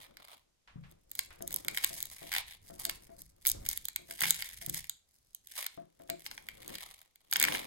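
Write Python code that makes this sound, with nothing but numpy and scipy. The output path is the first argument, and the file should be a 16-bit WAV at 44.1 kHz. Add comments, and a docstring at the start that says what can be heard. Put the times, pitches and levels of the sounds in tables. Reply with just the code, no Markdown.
"""Stick-slip on a rubber balloon

A hard base is pressed and rocked on an inflated balloon lying on a table, close to a spaced microphone pair.
The tacky skin peels in a fine crackle of random releases and slips in sharp snaps of filtered noise.
Jolts tap dully and ring the air inside as damped modes, and steady pressure makes those modes groan.
Low noise rumbles in the table; dull puffs, a faint scattered tail and a steady hiss complete the scene."""
import sys
import numpy as np
from scipy import signal
from scipy.fft import rfft, irfft, next_fast_len
from scipy.io import wavfile

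SR = 44100
rng = np.random.default_rng(int(sys.argv[2]) if len(sys.argv) > 2 else 0)


def output_pcm(signal):
    """Save a mono or channel-first signal as 16-bit PCM at the path in sys.argv[1].

    Samples are clipped to [-1, 1] before scaling.
    """
    pcm = np.clip(np.atleast_2d(signal).T, -1, 1) * 32767
    wavfile.write(sys.argv[1], SR, np.round(pcm).astype(np.int16))


N = 337806
FFT_SIZE = next_fast_len(N + SR // 4)
HZ = np.maximum(np.arange(FFT_SIZE // 2 + 1) * SR / FFT_SIZE, 1)   # spectrum grid, kept above zero for logarithms


def from_db(db):
    """Level law: decibels to amplitude gain."""
    return 10 ** (np.asarray(db) / 20)


def rms_one(x):
    """Normalization: scale to rms 1."""
    return x / np.sqrt(np.mean(x ** 2) + 1e-20)


def in_time(rows):
    """Linear interpolation: the columns of a time curve at every sample."""
    s, *columns = np.transpose(rows)
    return [np.interp(np.arange(N) / SR, s, column) for column in columns]


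def through(x, response):
    """Linear filtering: multiply the spectrum by a response on the HZ grid."""
    size = 2 * (len(HZ) - 1)
    return irfft(rfft(x, size) * response, size)[..., :N]


def colour(x, points):
    """Spectral shaping: a zero-phase gain curve, interpolated over log frequency."""
    hz, db = np.transpose(points)
    return through(x, from_db(np.interp(np.log(HZ), np.log(hz), db)))


def band(x, low_hz, high_hz):
    """Band limitation: a causal Butterworth band-pass."""
    sos = signal.butter(2, [low_hz, min(high_hz, .45 * SR)], "band", fs=SR, output="sos")
    return signal.sosfilt(sos, x + 1e-18)


def drift(rate_hz):
    """Random modulation: noise under a two-pole low-pass, scaled to rms 1."""
    r = np.exp(-80 * np.pi * rate_hz / SR)   # one step is 40 samples
    noise = rng.standard_normal(N // 40 + 2002)
    slow = signal.lfilter([1], [1, -2 * r, r * r], noise)[2000:]   # skip the filter's start
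    return np.interp(np.arange(N) / 40, np.arange(len(slow)), rms_one(slow))


def ring(clicks, hz, t60_s):
    """Damped resonance: a unit click starts a decaying sine of height about 1."""
    r, w = from_db(-60 / (t60_s * SR)), 2 * np.pi * hz / SR
    return signal.lfilter([0, np.sin(w)], [1, -2 * r * np.cos(w), r * r], clicks + 1e-18)


def partly_alike(shape, own):
    """Partial coherence: two noises, one per microphone, each with a share of power of its own."""
    both, left, right = rng.standard_normal((3, *shape))
    own = np.clip(own, 0, 1)
    return np.sqrt(1 - own) * both + np.sqrt(own) * np.array([left, right])


def pair(x, lag_s, turn_rad):
    """Arrival-time difference: left hears the source lag_s later, its phase turned by a fixed angle."""
    turned_left = through(x[0], np.exp(1j * (turn_rad - 2 * np.pi * HZ * lag_s)))
    return np.array([turned_left, x[1]])


# Resonances of the taut skin beside the contact: pitch_hz [Hz], level_db [dB], t60_s [s]
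DRUM_MODES = [(1930, -32, 0.0026), (2203, -21.5, 0.0053), (3280, -40.5, 0.0019)]
DRUM_WANDER_DB = 4   # rms wander of each resonance


def drum(x):
    """Modal response: the taut skin drums briefly, each pitch coming and going as the contact shifts."""
    out = 0
    for hz, level_db, t60_s in DRUM_MODES:
        out = out + from_db(level_db + DRUM_WANDER_DB * drift(6.2)) * ring(x, hz, t60_s)
    return out


# Spells of fine peeling as the base rocks: full_strength_s [s], held_s [s], treble_db [dB],
# swell [dB per s], fade [dB per s], body_db [dB against treble]
PEELING_SPELLS = [(0.0, 0.014, -54, 300, 226.5, 0.5), (0.18, 0.115, -66.5, 501, 400.5, 2.5),
                  (0.329, 0.025, -62, 499, 300, 0), (0.9, 0.021, -69.5, 201, 153.5, -2),
                  (1.2, 0.0076, -53, 181, 107.5, -10), (1.529, 0.027, -48, 171, 247, -4.5),
                  (1.77, 0.13, -42.5, 108.5, 81, -5.5), (2.02, 0.053, -54.5, 292, 99, -7),
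                  (2.33, 0.048, -43.5, 174.5, 302.5, 0.5), (2.5, 0.024, -54.5, 201.5, 298.5, 0.5),
                  (2.64, 0.01, -54.5, 592.5, 100.5, -6.5), (2.802, 0.11, -46, 394.5, 141.5, -6),
                  (3.2, 0.01, -56, 202.5, 189.5, -10), (3.479, 0.02, -47.5, 302, 192.5, -5),
                  (3.68, 0.046, -44.5, 353.5, 91.5, -7), (4.112, 0.0068, -47, 599, 237.5, -4.5),
                  (4.222, 0.015, -34, 601.5, 74.5, -2), (4.733, 0.045, -43, 88.5, 197, -5.5),
                  (5.14, 0.01, -68, 317.5, 144.5, -8.5), (5.331, 0.02, -68, 114.5, 123.5, -29),
                  (5.533, 0.0084, -50.5, 350, 101, -2.5), (5.584, 0.018, -40.5, 399, 249.5, -3.5),
                  (6.001, 0.23, -66.5, 294, 79.5, -3), (6.267, 0.01, -50.5, 202.5, 77, -5.5),
                  (6.661, 0.15, -55, 149.5, 113.5, 0), (6.88, 0.015, -51.5, 66, 162.5, -1),
                  (7.362, 0.14, -58.5, 452, 96, 0), (7.48, 0.09, -41, 150, 150, -0.5)]
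BELLY_FOLLOWS = 1.5   # dB of belly for each dB of body


def rubbing():
    """Exponential envelopes: each spell swells, holds and fades at its own pace, in treble, body and belly."""
    step = 32   # samples between envelope points
    t, gains = np.arange(0, N + step, step) / SR, 0
    for s, held_s, treble_db, swell, fade, body_db in PEELING_SPELLS:
        db = treble_db - swell * np.maximum(s - t, 0) - fade * np.maximum(t - s - held_s, 0)
        gains = gains + from_db(db + body_db * np.array([[0], [1], [BELLY_FOLLOWS]]))
    return [np.interp(np.arange(N) / SR, t, gain) for gain in gains]


# Spectrum shaping the skin's releases: pitch_hz [Hz], level_db [dB]
SKIN_SPECTRUM = [(300, -6), (1000, 3), (1500, 4), (2200, 9.5), (3000, 11.5), (4000, 15), (6500, 8),
                 (9000, 8.5), (11500, 10), (14500, 3.5), (16000, 2.5), (17000, -57)]
# Band in which the squeezed part answers the peeling: centre_hz [Hz], width_hz [Hz], level_db [dB against treble]
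BELLY_BAND = (900, 800, -9)
# How strongly the squeezed part answers: time_s [s], level_db [dB]
BELLY_CURVE = [(1.0, 4), (2.8, -2), (4.0, -7), (5.7, -5), (7.4, 3)]
DENSER = 0.3   # dB of release rate for each dB of treble


def peel(per_s, spread_db, clump_db, rustle, own):
    """Stick-slip as shot noise: tiny clumped releases, denser in strong spells, each leave a short rustle."""
    treble, body, belly = rubbing()
    dense = np.clip(rms_one(treble), .001, 10) ** DENSER
    # skewed sizes make a few releases much stronger
    sizes = from_db(spread_db * np.minimum(rng.exponential(1, N), 4)) * rng.choice([-1, 1], N)
    chance = per_s * dense * from_db(clump_db * drift(25)) / SR
    ticks = sizes * (rng.random(N) < chance) / np.sqrt(dense)   # denser ticks are made weaker
    after_power = signal.lfilter([1], [1, -np.exp(-1 / (0.00088 * SR))], ticks ** 2)
    grains = ticks + rustle * np.sqrt(after_power) * partly_alike((N,), own)
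    grains = colour(grains, SKIN_SPECTRUM)

    top = rms_one(band(grains, 4820, 22000))
    middle = rms_one(band(grains, 1360, 3870)) + 0.5 * rms_one(drum(grains))
    hz, width_hz, belly_db = BELLY_BAND
    answer = rms_one(band(grains, hz - width_hz / 2, hz + width_hz / 2))
    hollow = from_db(belly_db + in_time(BELLY_CURVE)[0] + 4.0 * drift(15)) * answer
    return treble * top + body * middle + belly * hollow


def room(x, t60_s):
    """Diffuse scattering: convolution with a dull decaying noise tail, drawn for each microphone."""
    t = np.arange(SR // 2) / SR
    noise = rms_one(band(rng.standard_normal((2, len(t))), 600, 6700))
    tail = noise * from_db(-60 * t / t60_s) * (t > .003)
    return signal.fftconvolve(x, tail, axes=1)[:, :N]


# Pressure on table and balloon: time_s [s], rumble_db [dB], groan_db [dB]
PRESSURE = [(0.0, -70, -63.5), (0.64, -88, -93.5), (0.77, -61, -71), (1.04, -71, -75), (1.53, -62, -60.5),
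            (2.6, -66, -77.5), (2.83, -60, -59), (3.42, -71.5, -81), (3.57, -47.5, -59), (3.7, -56, -67),
            (3.93, -72, -79), (4.27, -63, -65), (4.5, -66, -77.5), (4.73, -58, -83.5), (5.03, -83, -97),
            (5.95, -80, -75.5), (6.72, -62, -56), (7.15, -88.5, -102), (7.47, -72, -42), (7.66, -73, -51.5)]


def rumble(lumpy_db):
    """Low-frequency coherence: lumpy noise in the table, nearly alike at both microphones."""
    mid, side = band(rng.standard_normal((2, N)), 6.0, 83)
    both = rms_one(mid + .2 * side * [[1], [-1]])
    return from_db(in_time(PRESSURE)[0] + lumpy_db * drift(12)) * both


# Spectrum of the steady hiss: pitch_hz [Hz], level_db [dB]
HISS_SPECTRUM = [(18, -26), (30, 3.5), (443, -3.5), (1530, -9.5), (6380, -8), (13000, -16.5),
                 (16500, -41.5)]


def hiss(level_db):
    """Stationary noise: steady hiss, independent at the two microphones."""
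    return from_db(level_db) * rms_one(colour(rng.standard_normal((2, N)), HISS_SPECTRUM))


# Push after a jolt: level_db [dB against the jolt], rise_s [s], fall_s [s]
PUSH = (-45, 0.008, 0.018)


def shudder(clicks, hz):
    """Resonant forcing: a soft knock, then an unsteady push at the mode's pitch travels along the balloon."""
    def decaying(time_s):
        pole = np.exp((2j * np.pi * hz - 1 / time_s) / SR)
        return signal.lfilter([1], [1, -pole], clicks + 1e-18).real

    level_db, rise_s, fall_s = PUSH
    push = (decaying(fall_s) - decaying(rise_s)) * (1 + 0.3 * drift(40))
    return 0.41 * clicks + from_db(level_db) * hz / 670 * push   # high modes are stirred most


# Jolts of the whole balloon: start_s [s], level_db [dB], sharpness [dB per octave]
JOLT_EVENTS = [(0.759, -55, -21), (1.407, -42, 11), (1.51, -53, -1.5), (1.65, -48.5, 8), (1.906, -47.5, 10),
               (2.219, -44, 8.5), (2.701, -45.5, 6.5), (2.851, -47, 13), (3.094, -54, 12.5),
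               (3.18, -59.5, -4), (3.548, -48.5, -1), (3.991, -53, 6), (4.09, -52, 11),
               (4.225, -45.5, -9.5), (4.621, -55, 9), (4.677, -44, -9.5), (5.776, -43, 9),
               (5.999, -51.5, 13), (6.094, -39, 13.5), (6.679, -49, 3.5), (7.359, -48.5, 0)]
# Modes of the air inside: pitch_hz [Hz], level_db [dB], t60_s [s], pan_db [dB, left over right]
AIR_MODES = [(136, -10, 0.33, 11), (165.5, -2, 0.36, 0.5), (206.5, -7, 0.25, 8), (300, -8, 0.2, 0.5),
             (354, -7.5, 0.22, -0.5), (551, -27.5, 0.13, 16.5), (674, -9, 0.1, 7), (767, -21, 0.013, 12.5)]


def air(spread_db, wobble_db, thud_db, mode_db):
    """Cavity modes: jolts strike them, sharper ones the higher; steady pressure makes the same air groan."""
    s, peak_db, sharp_db = np.transpose(JOLT_EVENTS)
    at = np.round(s * SR).astype(int)
    chance = rng.standard_normal((len(s), len(AIR_MODES)))
    power = np.zeros(N)
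    power[at] = from_db(2 * (peak_db + thud_db))
    # the skin goes on shaking for a while after a jolt
    shake = np.sqrt(signal.lfilter([1], [1, -np.exp(-1 / (0.015 * SR))], power + 1e-18))

    stir, booms, hollow = rng.standard_normal(N), 0, 0
    for k, (hz, level_db, t60_s, pan_db) in enumerate(AIR_MODES):
        clicks, sides = np.zeros(N), from_db([[pan_db / 2], [-pan_db / 2]])
        clicks[at] = from_db(peak_db + level_db + sharp_db * np.log2(hz / 300) + spread_db * chance[:, k])
        # the shape of the balloon shifts while it rings, so each mode wavers
        booms = booms + sides * ring(shudder(clicks, hz), hz, t60_s) * from_db(wobble_db * drift(37))
        # only modes above 300 Hz colour the groan, with shorter ringing
        hollow = hollow + sides * (hz > 300) * rms_one(ring(stir, hz, 0.3 * t60_s))
    hollow = rms_one(rms_one(band(stir, 120, 620)) + from_db(mode_db) * hollow)
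    groan = from_db(in_time(PRESSURE)[1] + 3.5 * drift(12))
    return booms + (from_db(-11.5) * shake + groan) * hollow


# Skin letting go of the base: start_s [s], level_db [dB], brightness [dB per octave about 6500 Hz]
SNAP_EVENTS = [(0.17, -29.5, 0), (0.25, -34, 2), (0.283, -36, -1), (0.9136, -41.5, 8), (1.1153, -22, 6.5),
               (1.1526, -21.5, 4), (1.1916, -6, 1.5), (1.4233, -26, 15), (1.477, -17.5, 9),
               (1.5074, -24, 4), (1.527, -21, 9), (1.5424, -16.5, 14.5), (1.5618, -25, 27),
               (1.648, -21.5, 3), (1.6832, -7, 2), (1.747, -21, 3), (1.7738, -9, 0.5), (1.783, -16.5, 1.5),
               (1.8397, -11.5, -0.5), (1.8448, -2.5, 4.5), (2.0041, -18, 3.5), (2.0276, -12.5, 6.5),
               (2.055, -20, 4.5), (2.3181, -17, -0.5), (2.3283, -15, 0), (2.3384, -12, 1),
               (2.35, -14.5, -0.5), (2.3638, -11.5, -1), (2.383, -11, 1), (2.798, -34, 24), (2.852, -7, 3),
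               (2.896, -10, 0.5), (3.219, -29.5, 9.5), (3.452, -17.5, 1), (3.461, -10.5, 1.5),
               (3.4688, -10, 16), (3.4748, -10.5, 12.5), (3.483, -12, 11.5), (3.49, -12, 7.5),
               (3.4992, -11.5, 12), (3.5161, -11.5, 12), (3.6518, -26.5, 2), (3.6633, -16, 3),
               (3.689, -13, 16.5), (3.7003, -19, 3), (3.7127, -16.5, 3), (3.7304, -17.5, 6),
               (3.775, -13, 6), (3.854, -14.5, 6.5), (3.885, -14, 5), (3.961, -10, 4), (4.11, -19.5, 0.5),
               (4.192, -27.5, -0.5), (4.207, -9.5, 5), (4.2174, -11, -1), (4.223, -16.5, 16),
               (4.2362, -14, -4.5), (4.2423, -16, -1.5), (4.255, -11.5, 0.5), (4.273, -16.5, 2),
               (4.2997, -13, 1), (4.3069, 1.5, 4.5), (4.3445, -17, 1), (4.4, -32.5, -1.5),
               (4.423, -13.5, 0), (4.4899, -28.5, 9.5), (4.663, -17.5, 10.5), (4.6968, -15, 9.5),
               (4.7447, -13, 3.5), (4.7577, -27, 3.5), (4.8428, -26, 2), (4.8962, -12.5, 4.5),
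               (5.3482, -23.5, 10), (5.472, -30, 8), (5.567, -25, 0), (5.584, -23, 0), (5.6649, -9.5, 2.5),
               (6.0999, -11, 2.5), (6.2635, -18.5, -1), (6.313, -23, -2.5), (6.3782, -28.5, -4),
               (6.487, -22, 0), (6.679, -23, 6.5), (6.754, -19, 0.5), (6.8131, -29, 0), (7.0157, -33, 3),
               (7.158, -36, 4), (7.3129, -28, 18), (7.3267, -6, 0.5), (7.336, -10, 9), (7.359, -10.5, -3.5),
               (7.367, -8, 4.5), (7.3994, -3.5, 5), (7.407, -20, -1.5), (7.414, -7.5, -0.5),
               (7.427, -0.5, 4.5), (7.4394, -4, 1), (7.451, -9, 0.5), (7.4738, -20, -1.5),
               (7.4836, -29, -9.5), (7.5223, -23, -4.5), (7.549, -23, -6.5)]


def snaps(lead_in_db, rattle_db, rattle_s, own):
    """Stick-slip release: a faint noise swells for about 2 ms before each snap; low bands rattle longer after."""
    offsets = np.arange(-80, 400)   # samples around the release
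    t = offsets / SR
    s, peak_db, tilt_db = np.transpose(SNAP_EVENTS)
    where = np.minimum(np.round(s * SR).astype(int)[:, None] + offsets, N - 1)
    draw = partly_alike(where.shape, own)
    release = np.sign(rng.standard_normal((len(s), 1))) * (t == 0)
    lead_in = from_db(lead_in_db) * draw * np.exp(t / 0.0021) * (t < 0)

    out, edges_hz = 0, [750, 1200, 1800, 3200, 6500, 10500, 19000]
    for low, high in zip(edges_hz, edges_hz[1:]):
        octaves = np.log2(low / 6500)
        longer = 2 ** (-.35 * octaves)
        rattle = from_db(rattle_db) * draw * np.exp(-np.abs(t) / (rattle_s * longer)) * (t > 0)
        gain = from_db(peak_db + tilt_db * octaves)[:, None]   # each snap has its own tilt
        train = np.zeros((2, N))
        np.add.at(train, (slice(None), where), gain * (lead_in + release + rattle))
        out = out + band(train, low, high)
        if low == 1800:   # this band's train also drums the skin
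            out = out + drum(train)
    return colour(out, SKIN_SPECTRUM)


# Dull puffs: start_s [s], level_db [dB rms at the start]
PUFF_EVENTS = [(0.675, -56.5), (0.837, -59), (1.305, -54)]


def puffs(t60_s):
    """Exponential decay: sudden dull noise that dies away, independent at the two microphones."""
    t, level = np.arange(N) / SR, 0
    for s, db in PUFF_EVENTS:
        level = level + from_db(db - 60 * np.maximum(t - s, 0) / t60_s) * (t > s)
    return level * rms_one(band(rng.standard_normal((2, N)), 750, 2900))


# Contact noise of a jolt: low_hz [Hz], high_hz [Hz], level_db [dB against the jolt], decay_s [s]
KNOCK_NOISE = (897, 2298, -6, 0.003)


def knocks():
    """Impact noise: each jolt begins with a short dull tap, stronger when the jolt is sharp."""
    s, peak_db, sharp_db = np.transpose(JOLT_EVENTS)
    low_hz, high_hz, level_db, decay_s = KNOCK_NOISE
    power = np.zeros(N)
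    power[np.round(s * SR).astype(int)] = from_db(2 * (peak_db + level_db + 0.73 * sharp_db))
    envelope = np.sqrt(signal.lfilter([1], [1, -np.exp(-2 / (decay_s * SR))], power + 1e-18))
    return band(envelope * partly_alike((N,), own=0.25), low_hz, high_hz)


def scene():
    """Superposition: skin sounds come from the right, the booming air from the left."""
    skin = peel(per_s=2000, spread_db=7.0, clump_db=6.0, rustle=0.58, own=0.55)
    skin = skin + snaps(lead_in_db=-27.5, rattle_db=-17.5, rattle_s=0.0014, own=0.33)
    boom = air(spread_db=1.5, wobble_db=2.5, thud_db=4.0, mode_db=-12.5) + knocks()
    direct = pair(skin, 0.000638, 0.92) + pair(boom, -0.00053, 0.81)
    scattered = from_db(-43.5) * room(skin, t60_s=0.3)
    return direct + scattered + puffs(t60_s=0.31) + rumble(lumpy_db=2.0) + hiss(level_db=-79.5)


def record(dry):
    """Low-pass filtering: the top is cut steeply, 70 dB down from 17400 Hz."""
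    return signal.sosfilt(signal.cheby2(12, 70, 17400, fs=SR, output="sos"), dry)


dry = scene()
out = record(dry)
output_pcm(out)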